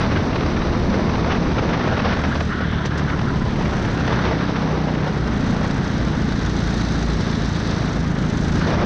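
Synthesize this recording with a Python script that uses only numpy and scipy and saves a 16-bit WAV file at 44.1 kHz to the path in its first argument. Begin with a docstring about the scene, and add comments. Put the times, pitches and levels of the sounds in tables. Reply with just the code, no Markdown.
"""The drone of a single-cylinder four-stroke kart at racing speed, heard from the driver's helmet.
Its pitch sinks through a run of corners, then the engine pulls again under load. Exhaust pulses make a
harmonic series, the piston shakes the frame, and chain and valves add impact noise. Tyres roar, judder
and chirp on the asphalt, the frame rattles on bumps and the brake rubs briefly, while the turbulent
airstream buffets the microphone."""
import sys
import numpy as np
from scipy import signal
from scipy.fft import rfft, irfft, next_fast_len
from scipy.io import wavfile
from scipy.ndimage import uniform_filter1d, minimum_filter1d

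SR = 44100
rng = np.random.default_rng(int(sys.argv[2]) if len(sys.argv) > 2 else 0)


def dump_mix(stems):
    """Bounce the given channels to the path in sys.argv[1] as a 16-bit WAV at rate SR."""
    frames = np.atleast_2d(stems).T  # one column per channel
    limited = np.clip(frames, -1, 1)  # hard clip at full scale
    pcm = np.round(limited * 32767).astype(np.int16)
    wavfile.write(sys.argv[1], SR, pcm)


N = 390285

# how the engine is driven: time_s, state (0 flat out, 1 eased, 2 pulling from low revs, 3 floored)
THROTTLE = [(0, 0), (2.35, 0), (2.8, 1), (4.05, 1), (4.35, 2), (5.12, 2), (5.2, 1), (5.28, 1), (5.36, 2),
            (8.15, 2), (8.35, 3), (8.85, 3)]


def engine(crank_hz):
    """Phase locking: exhaust, shake, chain and valves all follow one cycle of two crank turns."""
    firing_hz = crank_hz / 2
    cycle = np.cumsum(firing_hz) / SR + .22   # whole numbers fall on the exhaust beats
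    return exhaust(cycle, firing_hz) + crank_shake(cycle, crank_hz) + chain(cycle) + valves(cycle, firing_hz)


def exhaust(cycle, firing_hz):
    """Periodic pressure pulses form a harmonic series; a puff of turbulent gas leads each pulse."""
    # exhaust harmonics: firing_multiple, flat_out_db, eased_db, pulling_db, floored_db
    harmonics = [(1, -14, -19, -21, -21), (3, -5, -7, -7, -6), (4, -16, -2, -11.5, -12),
                 (5, -2, -8, -3.5, -7.5), (6, 0, -8, -4.5, -5.5), (7, -7.5, -17, -5.5, -6),
                 (8, -12, -19, -7.5, -9), (9, -15, -20, -10, -11), (10, -14, -19, -18, -21),
                 (11, -12.5, -20, -18, -15), (12, -17, -23, -23, -24), (13, -18, -29, -22, -19),
                 (14, -19, -28, -24, -24), (15, -21, -29, -22, -23), (16, -17, -28, -25, -22)]
    # the silencer booms or cancels as a harmonic sweeps through: centre_hz, width_hz, gain_db
    silencer = [(97, 14, -6), (158, 16, 3), (207, 18, 2), (230, 10, 2.5), (254, 14, -5), (288, 22, 5.5),
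                (423, 25, 3)]
    # overall exhaust gain: flat_out_db, eased_db, pulling_db, floored_db
    throttle_db = [-33, -27, -26, -21.5]
    throttle, = in_time(THROTTLE)
    states = np.arange(len(throttle_db))
    pulses = np.zeros(N)
    for order, *levels_db in harmonics:
        level_db = np.interp(throttle, states, levels_db) + .8 * drift(1.8)
        level_db += resonance_db(silencer, order * firing_hz)
        lag_rad = .07 * (order - 5.5) ** 2   # dispersion: the pipe spreads each pulse in time
        pulses -= np.sqrt(2) * from_db(level_db) * np.cos(2 * np.pi * order * cycle - lag_rad)
    # turbulent gas: frequency_hz, level_db
    puff_spectrum = [(110, -2.5), (165, -1.5), (250, -0.5), (350, -13.5), (450, -18), (900, -17.5),
                     (2000, -36.5)]
    valve_open = np.exp((np.cos(2 * np.pi * (cycle + .12)) - 1) / .7)
    puff = from_db(-8.5) * noise(puff_spectrum, valve_open)
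    gain = from_db(np.interp(throttle, states, throttle_db))
    return gain * (pulses + puff) * per_cycle(cycle, spread_db=.9)


def crank_shake(cycle, crank_hz):
    """Forced vibration: the unbalanced piston shakes the frame once a turn, hardest at resonance."""
    # resonances of the frame: centre_hz, width_hz, gain_db
    frame_modes = [(56.4, 1.9, 8), (76.4, 1.9, 5)]
    shake = rms_one(-np.cos(4 * np.pi * cycle) * from_db(2.5 * drift(5)))
    return from_db(-31 + resonance_db(frame_modes, crank_hz)) * shake


def chain(cycle):
    """Dense impacts of chain and gears merge into noise, amplitude-modulated by each crank turn."""
    # chain and gear clatter: frequency_hz, level_db
    clatter_spectrum = [(300, -11), (800, -10), (1200, 8.5), (1800, 9), (2400, -1.5), (3150, -1.5),
                        (3750, 6.5), (4900, 0.5), (6150, -4), (7000, -28.5), (8500, -23), (10500, -57)]
    clatter_db, _ = in_time(MECHANICAL_LEVELS)
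    load = 1 + .11 * np.cos(4 * np.pi * (cycle - .25))
    grain = from_db(1.5 * drift(170))
    return from_db(clatter_db) * noise(clatter_spectrum, load * grain)


def valves(cycle, firing_hz, decay_s=.0072):
    """Impact excitation: each contact of cam, rocker and valve sets off a decaying metallic rasp."""
    # contacts after the exhaust beat: cycle_fraction, level_db
    contacts = [(.15, 6), (.3, -7), (.62, -3), (.82, 0), (.9, -4)]
    # valve tick: frequency_hz, level_db
    tick_spectrum = [(1500, -1), (2600, -2.5), (3900, 11), (5000, 6.5), (6100, 10.5), (7100, -1.5),
                     (8000, -5.5), (9400, -14), (10400, -33)]
    _, tick_db = in_time(MECHANICAL_LEVELS)
    envelope = np.zeros(N)
    for place, db in contacts:
        age_s = (cycle - place) % 1 / firing_hz
        envelope += from_db(db) * np.exp(-age_s / decay_s) * per_cycle(cycle, spread_db=2)
    grain = from_db(.7 * np.clip(drift(350), -2, 2))
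    return from_db(tick_db) * noise(tick_spectrum, envelope * grain)


def wind(speed_db, rough_db):
    """Turbulence: eddies at the microphone make a deep buffeting and a broader rush, rising with speed."""
    # gusts: start_s, end_s, gain_db
    gusts = [(3.3, 4.1, 2.5), (5.35, 6.8, 5.5), (8.25, 9.2, 10)]
    # sheltered stretches: start_s, end_s, gain_db
    lulls = [(2.2, 3.2, -1.5), (4.3, 5.1, -3), (5.1, 8.1, 0)]
    # buffeting and rush: frequency_hz, level_db
    buffet_spectrum = [(12, -14), (22, -4), (35, 0.5), (50, -2), (90, -5), (200, -14.5), (500, -47)]
    rush_spectrum = [(35, -12.5), (65, -6), (105, 0.3), (200, -2), (290, -6.5), (380, -13), (600, -31),
                     (1500, -39)]
    gust_db = stretches(gusts, edge_s=.29)
    lull_db = stretches(lulls, edge_s=.29)
    buffet_db = -29.5 + 3.6 * speed_db + gust_db + 2.5 * drift(2.2)
    rush_db = -22 + .71 * speed_db + .13 * gust_db + .34 * rough_db + lull_db
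    buffet = evened(noise(buffet_spectrum), span_s=.089)
    rush = evened(noise(rush_spectrum), span_s=.23)
    return from_db(buffet_db) * buffet + from_db(rush_db) * rush


def tyres(roar_db, rough_db, judder_hz=15):
    """Amplitude modulation: the unsprung chassis hops on its tyres, so roar and scrub come in surges."""
    # sideways scrub, following the cornering load: time_s, level_db
    cornering = [(0, -37.5), (1.2, -49), (2.0, -30), (2.44, -35), (2.7, -32), (3.05, -35.5), (3.4, -39.5),
                 (4.2, -31.5), (4.75, -41.5), (5.35, -35), (6.5, -36), (7.6, -40.5), (8.15, -35.5),
                 (8.85, -35.5)]
    # rolling roar and sideways scrub: frequency_hz, level_db
    roar_spectrum = [(150, -11.5), (300, 3.5), (430, 5), (800, 1), (1150, -1.5), (1500, -7.5), (2050, -9.5),
                     (2700, -14), (4000, -23), (6000, -22), (7200, -48.5), (10000, -88.5)]
    scrub_spectrum = [(700, -10.5), (1050, -7.5), (1230, -2), (1450, 0.5), (1650, 0), (2000, -5),
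                      (2500, -16), (3400, -11.5), (4500, -30.5), (7000, -70.5)]
    cornering_db, = in_time(cornering)
    hop = np.sin(2 * np.pi * np.cumsum(judder_hz * (1 + .29 * drift(6.02))) / SR)
    grip = .41 * hop + .44 * drift(35)
    asphalt = from_db(.75 * drift(150))
    roar = noise(roar_spectrum, asphalt * from_db(2 * grip))
    scrub = noise(scrub_spectrum, asphalt * from_db(grip))
    return from_db(roar_db) * roar + from_db(cornering_db + .29 * rough_db) * scrub


def tyre_chirps(edge_s=.013, pitch_jitter=.07):
    """Stick-slip friction: the tread gives short, unsteady squeals with a rasp around them."""
    # slips of the tread: start_s, level_db, pitch_hz, length_s
    slips = [(1.808, -29, 1480, 0.019), (1.914, -33, 1505, .055), (2.311, -26.5, 1410, 0.022),
             (2.492, -29.5, 1460, 0.08), (2.512, -30, 1750, 0.025), (2.58, -28.5, 1442, 0.075),
             (2.772, -32, 1500, 0.028), (2.906, -29, 1440, .024), (2.941, -34, 1430, 0.089),
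             (3.072, -29, 1450, 0.039), (3.116, -29.5, 1420, 0.037), (3.266, -31, 1440, 0.046),
             (3.41, -30.5, 1510, 0.022), (3.944, -41, 1480, 0.06), (4.18, -33, 1440, 0.069),
             (4.42, -35, 1550, 0.043), (8.61, -29, 1480, 0.076)]
    # rasp of the slipping tread: frequency_hz, level_db
    rasp_spectrum = [(1100, -4.5), (1350, -0.5), (1470, -5), (1620, -8), (1900, -5.5), (2400, -21.5),
                     (3000, -15), (3600, -46)]
    t = np.arange(N) / SR
    warped_s = np.cumsum(1 + pitch_jitter * drift(111.1)) / SR
    flutter = evened(from_db(6.5 * drift(90)), span_s=.02)
    rasp = from_db(-3.5) * noise(rasp_spectrum)
    out = np.zeros(N)
    for start, db, hz, length in slips:
        at = slice(int((start - edge_s) * SR), int((start + length + edge_s) * SR))
        squeal = flutter[at] * np.sin(2 * np.pi * hz * warped_s[at])
        out[at] += from_db(db) * gate(t[at], start, start + length, edge_s) * (squeal + rasp[at])
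    return out


def seam_thuds(mode_spread_db=2.5):
    """Impulse response: each seam strikes the damped chassis modes and leaves a rumble in the tyre."""
    # seams in the asphalt: start_s, level_db, decay_s
    seams = [(1.876, -29, .014), (1.977, -22, .018), (2.047, -15.5, 0.031), (2.238, -20.5, 0.015),
             (2.353, -24.5, 0.013), (2.607, -22.5, 0.0088), (2.908, -32, .007), (3.214, -23, .006),
             (3.461, -24.5, .008), (3.61, -24, 0.0068), (4.079, -23, .022), (4.128, -25, 0.0062),
             (4.252, -29, .01), (4.31, -20, .012), (4.368, -26, 0.011), (4.447, -33, 0.0058),
             (4.493, -25, 0.0058), (4.573, -27, .006), (5.072, -22.5, 0.012), (5.565, -20.5, 0.0031),
             (5.613, -20, .004), (5.645, -20, 0.0071), (8.668, -26, 0.0065), (8.721, -18, .02),
             (8.822, -29, .01)]
    # chassis modes: pitch_hz, level_db, t60_s
    modes = [(380, 1, .02), (554, 2, 0.011), (770, -4, 0.013), (1070, -12, 0.011)]
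    # tyre rumble: frequency_hz, level_db
    rumble_spectrum = [(150, -7), (300, 0.5), (550, 8.5), (850, 5), (1150, -4), (1500, -7), (2700, -14),
                       (5500, -14.5), (7200, -54)]
    t = np.arange(SR // 10) / SR
    knocks = np.zeros(N + len(t))
    for start, db, _ in seams:
        at = int(start * SR)
        for hz, mode_db, t60 in modes:
            strike_db = db + mode_db + mode_spread_db * rng.standard_normal()
            knocks[at:at + len(t)] += from_db(strike_db - 60 * t / t60) * np.sin(2 * np.pi * hz * t)
    envelope = sum(bursts([(start, db)], rise_s=.0018, decay_s=decay) for start, db, decay in seams)
    rumble = envelope * evened(noise(rumble_spectrum), span_s=.018)
    return from_db(1.5) * knocks[:N] + from_db(-1.2) * rumble


def frame_rattle(speed, roar_db, top_jolts_per_s=7):
    """Contact noise: big bumps and a Poisson train of small jolts set the frame clattering."""
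    # big bumps: start_s, level_db, length_s
    bumps = [(.002, -23, 0.022), (.024, -24.5, 0.034), (.109, -25.5, 0.023), (.152, -22, .03),
             (.324, -23, 0.015), (.356, -22.5, 0.013), (.407, -22, 0.0092), (.432, -27, .008),
             (.46, -22, 0.0084), (.561, -23, 0.019), (.613, -21, 0.015), (.94, -27, 0.0092),
             (1.092, -24, .012), (1.135, -27, 0.009), (1.151, -24, 0.0093), (1.243, -22, 0.011),
             (1.296, -22, 0.039), (1.345, -25, .012), (1.579, -21, 0.025), (1.689, -25, .01),
             (1.728, -22, 0.031), (1.806, -25, 0.022), (1.966, -22, .018), (1.991, -19, 0.019),
             (2.018, -25, 0.0073), (2.038, -19, .034), (2.08, -28, 0.048), (2.119, -26, 0.026),
             (2.168, -24, 0.0074), (2.235, -21, 0.027), (2.353, -30, .012), (2.404, -22.5, 0.01),
             (2.85, -25, 0.014), (2.993, -26, .009), (3.096, -24.5, .012), (3.189, -23, 0.011),
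             (3.347, -32, 0.0097), (3.556, -25, 0.01), (3.654, -25.5, .012), (3.728, -30, .016),
             (3.845, -24, .012), (3.97, -28, 0.011), (4.074, -23, .013), (4.122, -24, .011),
             (4.137, -25, 0.009), (4.238, -22, 0.027), (4.556, -26, 0.015), (5.628, -27, 0.017),
             (8.61, -26, 0.019), (8.672, -34, .01), (8.705, -26, .045)]
    # rattling frame: frequency_hz, level_db
    rattle_spectrum = [(250, 7), (600, 6), (1300, 8), (2200, 1), (3600, -6.5), (4500, -11), (6200, -16.5),
                       (7200, -51), (10000, -68.5)]
    at = np.flatnonzero(rng.random(N) < top_jolts_per_s * speed / SR)
    jolt_db = roar_db - 8 + 3 * rng.uniform(-1.1, 1, N)
    envelope = bursts(zip(at / SR, jolt_db[at]), rise_s=.01, decay_s=.026)
    for start, db, length in bumps:
        first = int(start * SR)
        progress = np.linspace(0, 1, int(length * SR))
        arch = np.abs(np.sin(np.pi * progress ** .85)) ** .55   # builds up and stops short
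        envelope[first:first + len(arch)] += from_db(db) * arch
    grain = from_db(drift(500))
    return envelope * evened(noise(rattle_spectrum, grain), span_s=.012)


def brake():
    """Friction excitation: the pad hisses, and the disc sings in snatches as the pad catches and lets go."""
    # the brake drags into the corner: time_s, rub_db, sing_db
    braking = [(0, -76, -70), (2.45, -56, -75.5), (2.68, -41.5, -45), (2.82, -43, -37), (3.05, -60, -40),
               (3.5, -50, -33), (3.8, -73, -47), (4.2, -74, -80)]
    # pad hiss and disc resonance: frequency_hz, level_db
    pad_spectrum = [(2400, -15.5), (3100, 1.5), (3700, 0), (4400, -27)]
    disc_spectrum = [(850, -31), (940, -8), (1005, 4.5), (1060, -9), (1150, -30.5)]
    rub_db, sing_db = in_time(braking)
    rub = from_db(rub_db) * noise(pad_spectrum)
    catching = np.clip(.5 + drift(30), 0, 1)
    return rub + from_db(sing_db) * catching * evened(noise(disc_spectrum), span_s=.024)


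def grit():
    """Light impacts: grit strikes the bodywork in short, bright ticks."""
    # grit strikes: start_s, level_db
    strikes = [(2.399, -40), (2.855, -35), (2.975, -34.5), (7.205, -37), (8.212, -45)]
    # ring of the bodywork: frequency_hz, level_db
    ring_spectrum = [(1500, -8), (3500, 2), (6000, 2), (7200, -10.5), (9500, -27), (10500, -35)]
    return bursts(strikes, rise_s=.0061, decay_s=.0095) * noise(ring_spectrum)


def from_db(db):
    """Decibels to amplitude ratio."""
    return 10 ** (np.asarray(db) / 20)


def rms_one(x):
    """Normalisation to unit rms."""
    return x / np.sqrt(np.mean(x ** 2) + 1e-20)


def evened(x, span_s):
    """Normalisation by a running rms holds a signal at unit strength."""
    return x / np.sqrt(uniform_filter1d(x ** 2, int(span_s * SR)) + 1e-9)


def in_time(rows):
    """Linear interpolation of each column of a curve, one value a sample."""
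    times_s, *columns = np.transpose(rows)
    return [np.interp(np.arange(N) / SR, times_s, column) for column in columns]


def noise(spectrum, envelope=1):
    """Source and filter: white noise under an envelope, shaped by a spectrum and set to unit rms."""
    size = next_fast_len(N + SR // 10)
    hz = np.arange(size // 2 + 1) * SR / size
    octave = np.log2(np.maximum(hz, 1))
    points_hz, levels_db = np.transpose(spectrum)
    points = np.log2(points_hz)
    octaves_outside = np.abs(octave - np.clip(octave, points[0], points[-1]))
    gain = from_db(np.interp(octave, points, levels_db) - 20 * octaves_outside)
    source = envelope * rng.standard_normal(N)
    return rms_one(irfft(rfft(source, size) * gain, size)[:N])


def drift(rate_hz):
    """Low-pass filtered noise: a random wander of unit rms."""
    step, settle = 40, 2000   # samples per step; steps for the filter to settle
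    pole = np.exp(-2 * np.pi * step * rate_hz / SR)
    white = rng.standard_normal(N // step + settle + 2)
    slow = signal.lfilter([1], [1, -2 * pole, pole * pole], white)[settle:]
    return np.interp(np.arange(N) / step, np.arange(len(slow)), rms_one(slow))


def per_cycle(cycle, spread_db):
    """Cycle-to-cycle variation: a new random strength, changing between the beats."""
    strength = from_db(spread_db * np.clip(rng.standard_normal(int(cycle[-1]) + 2), -2, 2))
    return uniform_filter1d(strength[np.round(cycle).astype(int)], SR // 200)


def resonance_db(modes, at_hz):
    """Lorentzian peaks and dips raise or lower a tone near their centres."""
    return sum(db / (1 + (2 * (at_hz - hz) / width) ** 2) for hz, width, db in modes)


def bursts(events, rise_s, decay_s):
    """Envelope of short blows with exponential rise and decay."""
    out, t = np.zeros(N), np.arange(SR // 2) / SR
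    shape = (1 - np.exp(-t / rise_s)) * np.exp(-t / decay_s)
    for start, db in events:
        at = int(start * SR)
        out[at:at + len(t)] += from_db(db) * shape[:N - at] / shape.max()
    return out


def gate(t, start_s, end_s, edge_s):
    """A trapezoidal window."""
    return np.clip(np.minimum(t - start_s, end_s - t) / edge_s + .5, 0, 1)


def stretches(rows, edge_s):
    """Gains in dB, each held over its stretch, add where they overlap."""
    t = np.arange(N) / SR
    return sum(db * gate(t, start, end, edge_s) for start, end, db in rows)


def scene():
    """Superposition of sources that travel with the listener; one speed drives engine, roar and wind."""
    # the crankshaft, geared straight to the wheels: time_s, rotation_hz
    crank = [(0.0, 77.7), (1.0, 77.6), (1.8, 77.7), (2.8, 75.45), (3.0, 73.15), (3.4, 71.9), (4.0, 65.75),
             (4.5, 63.9), (4.8, 61.95), (5.4, 60.05), (5.7, 59.5), (6.2, 58.3), (6.6, 56.8), (7.3, 55.85),
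             (7.8, 54.6), (8.25, 53.95), (8.85, 55.15)]
    # rougher or smoother asphalt: start_s, end_s, gain_db
    patches = [(-.2, .9, 3.5), (.9, 1.53, 4.5), (1.55, 1.95, 5.5), (2.22, 2.2, 2.5), (2.42, 2.72, -5.5),
               (2.74, 2.9, -3.5), (2.86, 4.1, -1.5), (3.55, 5.1, 3.5), (4.07, 4.17, 2.5), (4.25, 4.34, 4.5),
               (4.42, 4.26, 2), (5.32, 5.7, 1), (7.65, 7.98, 1.5), (8.1, 8.3, -1), (8.56, 9.2, 2),
               (8.66, 8.9, 6.5), (8.77, 8.94, 1)]
    crank_hz, = in_time(crank)
    speed = crank_hz / 77.5   # 1 at top speed
    speed_db = 20 * np.log10(speed)
    rough_db = stretches(patches, edge_s=.023)
    roar_db = -29.5 + .49 * speed_db + rough_db
    mix = engine(crank_hz) + tyres(roar_db, rough_db) + tyre_chirps() + seam_thuds()
    mix += brake() + frame_rattle(speed, roar_db) + grit() + wind(speed_db, rough_db)
    return mix[None]


def limiter(x, ceiling_db, hold_s):
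    """Peak limiting: the gain ducks around each peak that would pass the ceiling."""
    size = int(hold_s * SR)
    allowed = np.minimum(1, from_db(ceiling_db) / (np.abs(x) + 1e-9))
    return x * uniform_filter1d(minimum_filter1d(allowed, size), size)


def record(dry):
    """Peak limiting, then a steep low-pass filter that cuts the top treble."""
    held = limiter(dry, ceiling_db=-9.5, hold_s=.015)
    cutoff_hz = 10400
    return signal.sosfilt(signal.ellip(10, .1, 90, cutoff_hz, fs=SR, output="sos"), held)


# mechanical noise of the engine: time_s, chain_db, valve_db
MECHANICAL_LEVELS = [(0, -37.5, -55.5), (2.05, -39, -56.5), (2.38, -39.5, -47), (2.7, -42, -57.5),
                     (3.9, -40.5, -46), (4.3, -35.5, -55.5), (4.95, -43, -52), (5.5, -40, -45.5),
                     (6.15, -39, -46), (6.6, -35.5, -40.5), (7.75, -34, -42.5), (8.15, -45, -44),
                     (8.49, -40, -38.5), (8.68, -31.5, -43), (8.85, -38, -48)]

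dry = scene()
out = record(dry)
dump_mix(out)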